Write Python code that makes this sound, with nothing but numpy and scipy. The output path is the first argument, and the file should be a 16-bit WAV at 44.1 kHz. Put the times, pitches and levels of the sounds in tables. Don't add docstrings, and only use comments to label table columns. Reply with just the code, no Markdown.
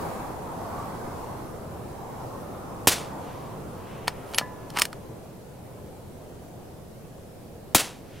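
import sys
import numpy as np
from scipy import signal
from scipy.fft import rfft, irfft, next_fast_len
from scipy.io import wavfile
from scipy.ndimage import uniform_filter1d, map_coordinates

SR = 44100
rng = np.random.default_rng(int(sys.argv[2]) if len(sys.argv) > 2 else 0)


def put_to_file(sound):
    columns = np.atleast_2d(sound).T
    safe = np.clip(columns, -1, 1)
    whole_steps = np.round(safe * 32767)
    wavfile.write(sys.argv[1], SR, whole_steps.astype(np.int16))


N = 361619


def amp(db):
    return 10 ** (np.asarray(db) / 20)


def unit(x):
    return x / np.sqrt(np.mean(x ** 2) + 1e-20)


def along(points, hz):
    pitches, values = np.transpose(points)
    return np.interp(np.log(hz + 1), np.log(pitches + 1), values)


def filtered(x, response):
    n = x.shape[-1]
    padded = next_fast_len(n + 8192)
    return irfft(rfft(x, padded) * response(np.fft.rfftfreq(padded, 1 / SR)), padded)[..., :n]


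def noise(colour, size):
    return unit(filtered(rng.standard_normal(size), lambda hz: amp(along(colour, hz))))


def fade(t, fade_s):
    return (t >= 0) * np.exp(-np.log(1000) * np.maximum(t, 0) / fade_s)


def rise(t, attack_s):
    return 1 - np.exp(-np.maximum(t, 0) / attack_s)


def wobble(rate_hz):
    values = rng.standard_normal(int(N * rate_hz / SR) + 4)
    return map_coordinates(values, [np.arange(N) * rate_hz / SR])


def add(track, start_s, sound):
    part = track[round(start_s * SR):][:len(sound)]
    part += sound[:len(part)]


# pitch_hz, likeness
EAR_LIKENESS = [(60, 0.75), (150, 0.83), (380, 0.59), (950, 0.38), (2380, 0.19), (5980, 0.13),
                (15000, 0.51)]

def airflow(colour, patchy_db):
    spectrum = signal.stft(rng.standard_normal((2, N)), nperseg=1024)[2]
    patches = uniform_filter1d(rng.standard_normal(spectrum.shape[1:]), size=6, axis=0)
    patches = uniform_filter1d(patches, size=12, axis=1)
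    pair = signal.istft(spectrum * amp(patchy_db * unit(patches)), nperseg=1024)[1][:, :N]

    def colour_and_width(hz):
        angle = np.arccos(np.clip(along(EAR_LIKENESS, hz), -1, 1)) / 2
        return amp(along(colour, hz)) * [np.cos(angle), np.sin(angle)]

    mid, side = filtered(pair, colour_and_width)
    return np.array([mid + side, mid - side]) / np.std(mid)


# time_s, strength_db
WIND_STRENGTH = [(0.0, -38.5), (0.43, -42.5), (1.03, -41.5), (1.44, -44), (1.6, -47.5), (2.26, -45),
                 (2.65, -46.5), (3.01, -45), (3.93, -48), (4.73, -49.5), (5.0, -54.5), (5.6, -56),
                 (6.32, -56), (6.58, -57.5), (7.06, -58.5), (7.79, -58), (8.2, -59)]
# pitch_hz, level_db
RUMBLE_COLOUR = [(20, -9.5), (35, -11.5), (50, -10), (80, -3.5), (120, -1.5), (200, -6), (350, -19.5),
                 (700, -43)]
RUSH_COLOUR = [(80, -14.5), (180, -3), (280, -1.5), (500, 0), (700, -4.5), (950, -18.5), (1400, -41),
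               (3000, -60)]
EDGE_COLOUR = [(400, -20.5), (750, 1.5), (1000, 0.5), (1250, -6), (1600, -14), (2300, -23.5), (4000, -48),
               (8000, -55)]
GRASS_COLOUR = [(500, 7), (1500, 6.5), (2500, 3), (4000, 0.5), (7000, -0.5), (11000, -0.5), (14000, -3.5),
                (16000, -7.5)]

def wind():
    breeze_db, hiss_db = -46.5, -58.5
    edge_limit_db = 6.5
    time_s, strength_db = np.transpose(WIND_STRENGTH)
    gust_db = np.interp(np.arange(N) / SR, time_s, strength_db) - breeze_db + 0.65 * wobble(5.02)
    rumble = amp(-43 + 0.4 * gust_db + 0.8 * wobble(4)) * airflow(RUMBLE_COLOUR, patchy_db=0.5)
    rush = amp(-42.5 + 0.48 * gust_db) * airflow(RUSH_COLOUR, patchy_db=0.77)
    edge = amp(-46 + 1.22 * np.minimum(gust_db, edge_limit_db)) * airflow(EDGE_COLOUR, patchy_db=2)
    grass = np.hypot(amp(-58 + gust_db), amp(hiss_db)) * airflow(GRASS_COLOUR, patchy_db=1.5)
    return rumble + rush + edge + grass


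# peak_s, pitch_hz, level_db, half_length_s
WHISTLING_GUSTS = [(0.794, 1127, -40, 0.067), (2.35, 1090, -44, 0.032), (5.937, 784, -49.5, 0.03)]

def whistles():
    out, t = np.zeros(N), np.arange(N) / SR
    for peak_s, pitch_hz, level_db, half_length_s in WHISTLING_GUSTS:
        swirls = unit(filtered(rng.standard_normal(N), lambda hz: 1 / (1 + ((hz - pitch_hz) / 45) ** 2)))
        out += amp(level_db) * swirls * np.exp(-((t - peak_s) / half_length_s) ** 2)
    return out


# delay_s, level_db, swell_s, fade_s
ECHO_SLOPES = [(.44, -49.5, 0.074, 1.6), (1.08, -45, 0.12, 3.6)]
# pitch_hz, level_db
ECHO_COLOUR = [(600, -22), (1500, -3.5), (2800, -1.5), (4000, -5), (8000, -5), (16000, -20)]

def far_echoes():
    out, t = np.zeros(N), np.arange(3 * SR) / SR
    air_loss_db_per_s = 10.5
    for start_s, *_ in RIFLE_SHOTS:
        for delay_s, level_db, swell_s, fade_s in ECHO_SLOPES:
            wash = noise(ECHO_COLOUR, len(t))
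            dulled = filtered(wash, lambda hz: amp(-air_loss_db_per_s * delay_s * (hz / 4000) ** 2))
            swell = np.exp(-((t - delay_s) / swell_s) ** 2 / 2)
            shape = np.where(t < delay_s, swell, fade(t - delay_s, fade_s))
            add(out, start_s, amp(level_db) * dulled * shape)
    return out


# pitch_hz, level_db
HILLSIDE_COLOUR = [(40, -12), (150, -5), (400, -2), (900, 1.5), (1600, 0.5), (3000, 2), (6000, 1.5),
                   (10000, 1), (16000, -10)]
# pitch_hz, fade_s
HILLSIDE_FADE = [(100, 0.93), (1000, 0.49), (3000, 0.41), (8000, 0.33), (16000, 0.28)]

def hillside(t):
    hz, frame_s, spectrum = signal.stft(noise(HILLSIDE_COLOUR, len(t)), SR, nperseg=256)
    fading = spectrum * fade(frame_s, along(HILLSIDE_FADE, hz)[:, None])
    tail = signal.istft(fading, SR, nperseg=256)[1][:len(t)]
    bank = 0.97 * np.exp(-((t - 0.057) / 0.011) ** 2)
    grain = amp(1.2 * wobble(250)[:len(t)])
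    return amp(5) * tail * grain * rise(t, 0.0091) * (1 + bank)


def ring(tones, t):
    return sum(amp(level_db) * fade(t, fade_s) * np.sin(2 * np.pi * (pitch_hz * t + rng.random()))
               for pitch_hz, level_db, fade_s in tones)


# pitch_hz, level_db, fade_s
BRASS_TONES = [(10480, -8.5, 0.059), (11100, 1.5, 0.098), (11100, -1, 0.047)]
HOLLOW_TONES = [(1001, -3, 0.9), (1015, -7, 0.27), (1710, 2, 0.24), (1710, -15, 1.8), (1766, -7, 0.36),
                (1980, -11, 0.38)]
# start_s, level_db, attack_s, fade_s
CHAMBER_PINGS = [(4.346, -22.5, .0005, .022), (4.355, -21, .004, 0.098)]

def spent_case():
    out, t = np.zeros(N), np.arange(SR) / SR
    for start_s, level_db, attack_s, fade_s in CHAMBER_PINGS:
        add(out, start_s, amp(level_db) * ring(BRASS_TONES, t) * rise(t, attack_s) * fade(t, fade_s))
    eject_s, hum_db = 4.413, -36
    add(out, eject_s, amp(hum_db) * ring(HOLLOW_TONES, t) * rise(t, 0.0035))
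    return out


# pitch_hz, width_hz, level_db
STEEL_TONES = [(980, 89, 3.5), (1216, 170, 3.5), (1820, 110, -7), (2320, 220, -5), (2960, 330, -1),
               (3600, 180, -11.5), (4340, 190, 1.5), (4800, 280, -2.5), (5300, 210, 2), (6430, 170, -5),
               (8460, 520, -3.5), (9100, 230, 0.5), (11000, 270, -10), (12400, 490, -14)]

def steel_response(hz):
    ringing = sum(amp(level_db) * 1j * hz * width_hz / (pitch_hz ** 2 - hz ** 2 + 1j * hz * width_hz)
                  for pitch_hz, width_hz, level_db in STEEL_TONES)
    bass_cut = (1j * hz / (420 + 1j * hz)) ** 2
    return (ringing + 0.68) * bass_cut


# pitch_hz, level_db
SCRAPE_COLOUR = [(300, -1), (1000, 12.5), (2500, 5), (6000, -7), (10000, -6), (16000, -13)]
# peak_s, level_db, rise_db_per_s, hold_s, tilt_db_per_octave
BOLT_SLIDES = [(4.333, -51, 130, 0.046, 5.5), (4.767, -31, 750, .042, 0)]

def bolt_scrapes():
    out, t = np.zeros(N), np.arange(N) / SR
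    fall_db_per_s = 480
    friction = rng.standard_normal(N) * amp(2.8 * wobble(350))
    for peak_s, level_db, rise_db_per_s, hold_s, tilt_db_per_octave in BOLT_SLIDES:
        colour = lambda hz: amp(along(SCRAPE_COLOUR, hz) + tilt_db_per_octave * np.log2(hz + 1))
        scrape = unit(filtered(friction, lambda hz: steel_response(hz) * colour(hz)))
        rise_db = rise_db_per_s * np.minimum(t - peak_s, 0)
        fall_db = fall_db_per_s * np.maximum(t - peak_s - hold_s, 0)
        out += scrape * amp(level_db + rise_db - fall_db)
    return out


def steel_click(peak_db, knock_db, bright_db, lead_s):
    t = np.arange(SR // 5) / SR
    contact_fade_s, since_hit = 0.014, t - lead_s
    touch = amp(-21.5) * fade(t, contact_fade_s)
    rattle = amp(-23) * fade(since_hit, 0.097)
    hit = rise(since_hit, 0.00055) * (fade(since_hit, contact_fade_s) + rattle)
    force = rng.standard_normal(len(t)) * (touch + hit)
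    colour = [(400, knock_db + 14), (1000, knock_db + 8), (1900, knock_db / 2 + 6),
              (3500, -6), (10000, bright_db + 6), (16000, bright_db)]
    click = filtered(force, lambda hz: steel_response(hz) * amp(along(colour, hz)))
    loudest = np.sqrt(np.abs(uniform_filter1d(click ** 2, size=88)).max())
    return amp(peak_db - 6) * click / loudest


# hit_s, peak_db, knock_db, bright_db
BOLT_HITS = [(4.079, -8.5, -12.5, -21), (4.336, -28.5, -7, -20), (4.3452, -19, -18, -23),
             (4.3832, -4.5, -18, -19.5), (4.394, -20.5, -6, -16), (4.412, -20, 13, -43),
             (4.702, -32.5, -23, -17), (4.771, -13.5, -6, -24), (4.787, -13, -11, -14),
             (4.795, -13.5, -13, -8), (4.8184, -2, -18.5, -14.5), (4.8526, -18.5, -10.5, -12),
             (4.9288, -27, -4, -17)]

def bolt_knocks():
    out, lead_s = np.zeros(N), 0.004
    for hit_s, peak_db, knock_db, bright_db in BOLT_HITS:
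        add(out, hit_s - lead_s, steel_click(peak_db, knock_db, bright_db, lead_s))
    return out


# pitch_hz, level_db
CRACK_COLOUR = [(60, -34), (160, 2), (290, 13), (700, -1), (1500, 3), (2300, 4), (3000, 7), (5500, 4.5),
                (8500, 6), (12000, 4), (16000, 1)]
THUMP_COLOUR = [(30, -5), (90, 9), (140, 8.5), (210, -4), (330, -2), (450, -17), (900, -48), (2000, -70)]
# start_s, crack_db, blast_db, thump_db, echo_db
RIFLE_SHOTS = [(2.8719, -6, 6, -18, -24.5), (7.7474, -6, 6.5, -10.5, -25)]

def shots():
    out, t = np.zeros(N), np.arange(SR) / SR
    blast_hz, blast_delay_s = 840, 0.0016
    since_blast = np.maximum(t - blast_delay_s, 0)
    blast = np.sin(2 * np.pi * blast_hz * since_blast) * fade(since_blast, 0.0041)
    ground = 0.23 * np.exp(-((t - 0.015) / 0.01) ** 2)
    for start_s, crack_db, blast_db, thump_db, echo_db in RIFLE_SHOTS:
        crack = noise(CRACK_COLOUR, len(t)) * rise(t, 0.0004) * (fade(t, 0.05) + ground)
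        thump = noise(THUMP_COLOUR, len(t)) * rise(since_blast, 0.00052) * fade(since_blast, 0.028)
        shot = amp(crack_db) * crack + amp(blast_db) * blast + amp(thump_db) * thump
        add(out, start_s, shot + amp(echo_db) * hillside(t))
    return out


def scene():
    centre = shots() + far_echoes() + bolt_knocks() + bolt_scrapes() + spent_case() + whistles()
    return centre + wind() * amp([[-0.18], [0.18]])


def record(dry):
    ceiling, hardness, top_hz = 0.58, 4, 15900
    squashed = dry / (1 + np.abs(dry / ceiling) ** hardness) ** (1 / hardness)
    return filtered(squashed, lambda hz: 1 / (1 + (hz / top_hz) ** 160))


dry = scene()
out = record(dry)
put_to_file(out)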